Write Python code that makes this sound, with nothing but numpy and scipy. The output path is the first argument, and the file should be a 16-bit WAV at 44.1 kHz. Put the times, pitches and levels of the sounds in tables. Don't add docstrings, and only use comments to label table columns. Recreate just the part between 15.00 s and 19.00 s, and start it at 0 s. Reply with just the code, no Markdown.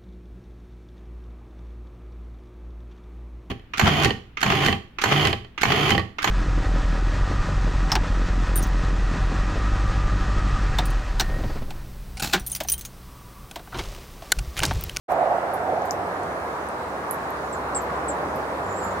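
import sys
import numpy as np
from scipy import signal
from scipy.fft import rfft, irfft
from scipy.io import wavfile
from scipy.ndimage import uniform_filter1d

SR = 44100
rng = np.random.default_rng(int(sys.argv[2]) if len(sys.argv) > 2 else 0)


def digitize_waveform(pressure):
    field = np.atleast_2d(pressure).T
    bounded = np.clip(field, -1, 1)
    quanta = np.round(bounded * 32767).astype(np.int16)
    wavfile.write(sys.argv[1], SR, quanta)


N = 176400


# time_s, body_db, top_db
ROAR_SWELLS = [(0.15, -34.0, -25), (0.6, -36.5, -28), (1.0, -33.5, -27.5), (1.3, -34.5, -27.5),
               (1.65, -36, -28), (1.95, -35, -28.5), (2.2, -34.5, -26.5), (2.5, -34.5, -28.5),
               (2.9, -33.0, -25.5), (3.25, -31, -26.5), (3.65, -32.5, -27.5), (3.95, -32.5, -26)]
# freq_hz, relative_db
ROAR_SPECTRUM = [(20,-50),(32,-47),(42,-40),(52,-22),(70,-12.5),(82,-8),(112,-16.5),(130,-9.5),(200,-9),(316,-5.5),(580,-1.5),(1160,-3),(1710,-10),(2400,-21),(3200,-28)]

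def traffic(level_db=-28.5, split_hz=800, cutoff_hz=3270):
    t, hz = grid()
    body_db, top_db = [c - c.mean() for c in curves(ROAR_SWELLS, t)]
    top_share = hz ** 4 / (hz ** 4 + split_hz ** 4)
    field_db = at_freq(ROAR_SPECTRUM, hz) + body_db * (1 - top_share) + top_db * top_share
    field_db -= 10 * np.log10(1 + (hz / cutoff_hz) ** 10)
    return amp(level_db) * pan(-1.2) * air_noise(field_db, at_freq(COHERENCE, hz), patchy_db=0.5)


# time_s, level_db
WHOOSH_LEVELS = [(0.09,-26),(0.135,-21),(0.16,-26),(0.22,-20.5),(0.27,-26.5),(0.32,-21.5),(0.355,-25),(0.41,-34),(0.44,-22),(0.51,-29),(0.62,-30),(0.65,-27.5),(0.71,-25),(0.79,-26.5),(0.9,-30),(1.1,-32),(1.6,-41),(2.2,-47)]
# centre_hz, width_hz, relative_db
TYRE_RESONANCES = [(731,173,1),(620,310,-6)]

def passing_vehicle():
    _, hz = grid()
    power = sum(amp(db) ** 2 / (1 + (2 * (hz - centre_hz) / width_hz) ** 2) ** 2
                for centre_hz, width_hz, db in TYRE_RESONANCES)
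    level_db, = curves(WHOOSH_LEVELS, np.arange(N) / SR)
    flutter_db = 1.6 * wander(N, rate_hz=70)
    tyres = air_noise(10 * np.log10(power), coherence=0.96, patchy_db=-1.0)
    return amp(level_db + flutter_db) * pan(-5.0) * tyres


# start_s, peak_db, pitch_hz, pan_db
DULL_KNOCKS = [(.3145,-13,755,1),(.382,-11.5,718,-7),(.7215,-19,662,-4),(.7755,-17,735,-1),(.8175,-17,750,-3),(.853,-23,780,-4.5)]

def knocks(rise_s=0.0032):
    out = np.zeros((2, N))
    t = np.arange(SR // 20) / SR
    envelope = (t / rise_s * np.exp(1 - t / rise_s)) ** 3
    for start_s, peak_db, pitch_hz, pan_db in DULL_KNOCKS:
        add(out, start_s, pan(pan_db) * amp(peak_db) * envelope * np.sin(2 * np.pi * pitch_hz * t))
    return out


# start_s, length_s, level_db, from_hz, to_hz, pan_db
BIRD_CHIPS = [(2.524,.032,-37.5,7700,7100,-3),(2.747,.048,-26,7830,7280,0),(3.081,.037,-29,7900,7100,-1.5)]

def bird_chips(rise_s=0.006, release_s=0.0023, fade_db=-14, echo_s=0.009, echo_db=-9, scatter_db=-9):
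    out = np.zeros((2, N))
    for start_s, length_s, level_db, from_hz, to_hz, pan_db in BIRD_CHIPS:
        t = np.arange(0, length_s, 1 / SR)
        progress = t / length_s
        gate = np.minimum(t / rise_s, 1) * np.minimum((length_s - t) / release_s, 1)
        pitch_hz = from_hz + (to_hz - from_hz) * progress ** 1.07
        chip = gate * amp(level_db + fade_db * progress ** 2) * whistle(pitch_hz, jitter=0.008)
        direct = near(chip, pan_db)
        add(out, start_s, direct)
        add(out, start_s + echo_s, amp(echo_db) * direct)
        add(out, start_s, pan(pan_db) * amp(scatter_db) * trunk_scatter(chip))
    return out


# time_s, low_hz, low_db, high_hz, high_db
CALL_VOICES = [(3.63,7200,-59,7500,-72),(3.68,7150,-65,7370,-65),(3.701,7130,-46,7520,-60),(3.738,7000,-54,7500,-63),(3.758,7270,-52,7600,-54),(3.772,7300,-62,7580,-46),(3.802,7230,-66,7600,-47),(3.832,7130,-47,7600,-61),(3.868,7240,-49,7650,-57),(3.90,6960,-59,7550,-65),(3.915,6650,-53,7250,-54),(3.935,6650,-66,7300,-57)]

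def bird_call(jitter=0.011, pan_db=-9.5, scatter_db=0.5):
    out = np.zeros((2, N))
    t = np.arange(CALL_VOICES[0][0], CALL_VOICES[-1][0], 1 / SR)
    low_hz, low_db, high_hz, high_db = curves(CALL_VOICES, t)
    call = amp(low_db) * whistle(low_hz, jitter) + amp(high_db) * whistle(high_hz, jitter)
    add(out, t[0], pan(pan_db) * call)
    add(out, t[0], pan(pan_db) * amp(scatter_db) * trunk_scatter(call))
    return out


# start_s, peak_db, centre_hz, width_hz, pan_db, scatter_db
BRANCH_TICKS = [(.537,-24.5,11200,3700,-6,2.5),(.8203,-34,6200,2400,0,-10),(.8545,-34,14300,1100,-18,-4),(.8555,-33,9500,7000,-14,5),(.909,-12,5990,2100,27,-13),(0.91,-33,8200,2400,14,3),(.9093,-31,13200,2400,-12,3.5),(1.234,-31,8060,5000,-12,-7),(1.688,-27.5,9500,3000,-13,-9),(2.11,-11.5,11300,1700,-2,-7),(2.1108,-26,8300,3500,-4,-2),(2.1117,-21,11400,1500,-9,-5),(2.1425,-25,11500,1900,8,-12),(2.3042,-28,12400,2020,-20,-12),(2.748,-32,5600,1420,-1,-6),(2.7476,-36.5,4750,400,-3,-9),(2.817,-35,12500,2400,-8,7),(3.36,-27,12300,3000,-12,-5),(3.845,-34,11500,2000,6,-2)]

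def branch_ticks():
    out = np.zeros((2, N))
    for start_s, peak_db, centre_hz, width_hz, pan_db, scatter_db in BRANCH_TICKS:
        edges_hz = np.clip([centre_hz - width_hz / 2, centre_hz + width_hz / 2], 100, SR / 2 - 100)
        band = signal.butter(4, edges_hz, "bandpass", fs=SR, output="sos")
        snap = signal.sosfilt(band, signal.unit_impulse(1024))
        snap *= amp(peak_db) / abs(snap).max()
        add(out, start_s, near(snap, pan_db))
        add(out, start_s, pan(-6) * amp(scatter_db) * trunk_scatter(snap))
    return out


# time_s, level_db, base_hz
ENGINE_RUN = [(0.1,-60,22.76),(0.8,-50,23.07),(1.7,-55,22.65),(2.5,-54,23.04),(3.5,-53,23.2),(3.78,-44.5,23.3),(3.96,-42,23.55)]
# base_multiple, relative_db
ENGINE_ORDERS = [(4,1.5),(6,-13),(8,-2.5)]
# time_s, level_db
DRONE_LEVELS = [(0.1,-56),(1.8,-53.5),(2.4,-49.5),(3.3,-47.5),(4,-52)]
# pitch_hz, relative_db
DRONE_TONES = [(67.5,1.5),(141,-9),(171,-6)]

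def engines(waver_db=1.8):
    def tone(cycles, db, rate_hz):
        gain = np.sqrt(2) * amp(db + waver_db * wander(N, rate_hz))
        return gain * np.sin(2 * np.pi * (cycles + rng.random()))

    t = np.arange(N) / SR
    engine_db, base_hz = curves(ENGINE_RUN, t)
    turns = np.cumsum(base_hz * (1 + 0.0062 * wander(N, rate_hz=6.0))) / SR
    engine = sum(tone(order * turns, db, rate_hz=2.7) for order, db in ENGINE_ORDERS)
    drone_db, = curves(DRONE_LEVELS, t)
    clock_s = np.cumsum(1 + 0.008 * wander(N, rate_hz=2.65)) / SR
    drone = sum(tone(hz * clock_s, db, rate_hz=1.8) for hz, db in DRONE_TONES)
    return amp(engine_db) * engine + amp(drone_db) * drone


# peak_s, half_length_s, level_db, centre_hz, width_hz
ONSET_CRACKLE = (.117,.019,-49,10500,11000)

def onset_crackle(grains_per_s=1200):
    peak_s, half_length_s, level_db, centre_hz, width_hz = ONSET_CRACKLE
    hz = np.fft.rfftfreq(N, 1 / SR)
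    grains = rng.standard_normal((2, N)) * (rng.random((2, N)) < grains_per_s / SR)
    band = 1 / (1 + ((hz - centre_hz) / (width_hz / 2)) ** 4)
    envelope = np.exp(-((np.arange(N) / SR - peak_s) / half_length_s) ** 2)
    return amp(level_db) * envelope * unit(irfft(rfft(grains) * band, N))


# freq_hz, relative_db
HISS_SPECTRUM = [(1760, -45), (3000, -1), (3240, 2), (5270, -6), (7200, -8), (8450, -9), (9190, -9.5),
                 (15800, -18)]

def hiss(level_db=-51.5, highpass_hz=3610, rise_db_per_s=0.5):
    t, hz = grid()
    field_db = at_freq(HISS_SPECTRUM, hz) + rise_db_per_s * t
    field_db -= 10 * np.log10(1 + (highpass_hz / (hz + 1)) ** 10)
    return amp(level_db) * pan(-0.2) * air_noise(field_db, at_freq(COHERENCE, hz), patchy_db=1.26)


# freq_hz, coherence
COHERENCE = [(60,0.99),(130,1),(290,0.96),(640,0.71),(1000,0.76),(1410,-0.3),(2200,-0.11),(3500,-0.39),(6000,0.095),(15000,0.048)]
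# freq_hz, lead_rad
LEFT_LEAD = [(60,0.024),(400,0.23),(860,-0.52),(1400,-1.05),(2200,-0.73),(4000,0.26)]

def air_noise(field_db, coherence, patchy_db, size=2048):
    t, hz = grid(size)
    left_re, left_im, other_re, other_im, patches = rng.standard_normal((5, len(t), len(hz)))
    patches = unit(uniform_filter1d(uniform_filter1d(patches, size=8, axis=0), size=24, axis=1))
    left = left_re + 1j * left_im
    right = coherence * left + np.sqrt(1 - coherence ** 2) * (other_re + 1j * other_im)
    right *= np.exp(-1j * at_freq(LEFT_LEAD, hz))
    spectra = np.array([left, right]) * amp(field_db + patchy_db * patches)
    _, noise = signal.istft(spectra.transpose(0, 2, 1), nperseg=size, noverlap=size * 3 // 4)
    return unit(noise[:, :N])


def trunk_scatter(x, t60_s=0.12, gap_s=0.002):
    t = np.arange(SR // 3) / SR
    tail = rng.standard_normal((2, len(t))) * amp(-60 * t / t60_s) * (t > gap_s)
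    return signal.fftconvolve(x[None], tail / np.linalg.norm(tail[0]), axes=1)


def whistle(hz, jitter):
    trembling_hz = hz * (1 + jitter * wander(len(hz), rate_hz=320))
    return np.sqrt(2) * np.sin(2 * np.pi * np.cumsum(trembling_hz) / SR)


def near(x, pan_db, lag_rad=2.05):
    late = (signal.hilbert(x) * np.exp(-1j * lag_rad)).real
    return pan(pan_db) * np.array([x, late])


def amp(db):
    return 10 ** (np.asarray(db) / 20)


def unit(x):
    return x / np.sqrt(np.mean(x ** 2) + 1e-20)


def pan(db):
    return unit(amp([[db / 2], [-db / 2]]))


def at_freq(rows, hz):
    freq_hz, value = np.transpose(rows)
    return np.interp(np.log(hz + 1), np.log(freq_hz + 1), value)


def curves(rows, t):
    time_s, *columns = np.transpose(rows)
    return [np.interp(t, time_s, c) for c in columns]


def add(mix, start_s, sound):
    part = mix[:, round(start_s * SR):][:, :sound.shape[1]]
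    part += sound[:, :part.shape[1]]


def wander(n, rate_hz):
    hz = np.fft.rfftfreq(N, 1 / SR)
    return unit(irfft(rfft(rng.standard_normal(N)) * np.exp(-(hz / rate_hz) ** 2), N))[:n]


def grid(size=2048):
    hop = size // 4
    return np.arange(N // hop + 5)[:, None] * hop / SR, np.fft.rfftfreq(size, 1 / SR)


def scene():
    backdrop = traffic() + passing_vehicle() + knocks() + engines() + hiss()
    return backdrop + bird_chips() + bird_call() + branch_ticks() + onset_crackle()


def record(dry):
    start_s, fade_s, cutoff_hz = 0.081, 0.02, 15900
    fade = np.clip((np.arange(N) / SR - start_s) / fade_s, 0, 1)
    lowpass = signal.firwin(511, cutoff_hz, window=("kaiser", 9), fs=SR)
    return signal.oaconvolve(dry * fade, lowpass[None], "same")


dry = scene()
out = record(dry)
digitize_waveform(out)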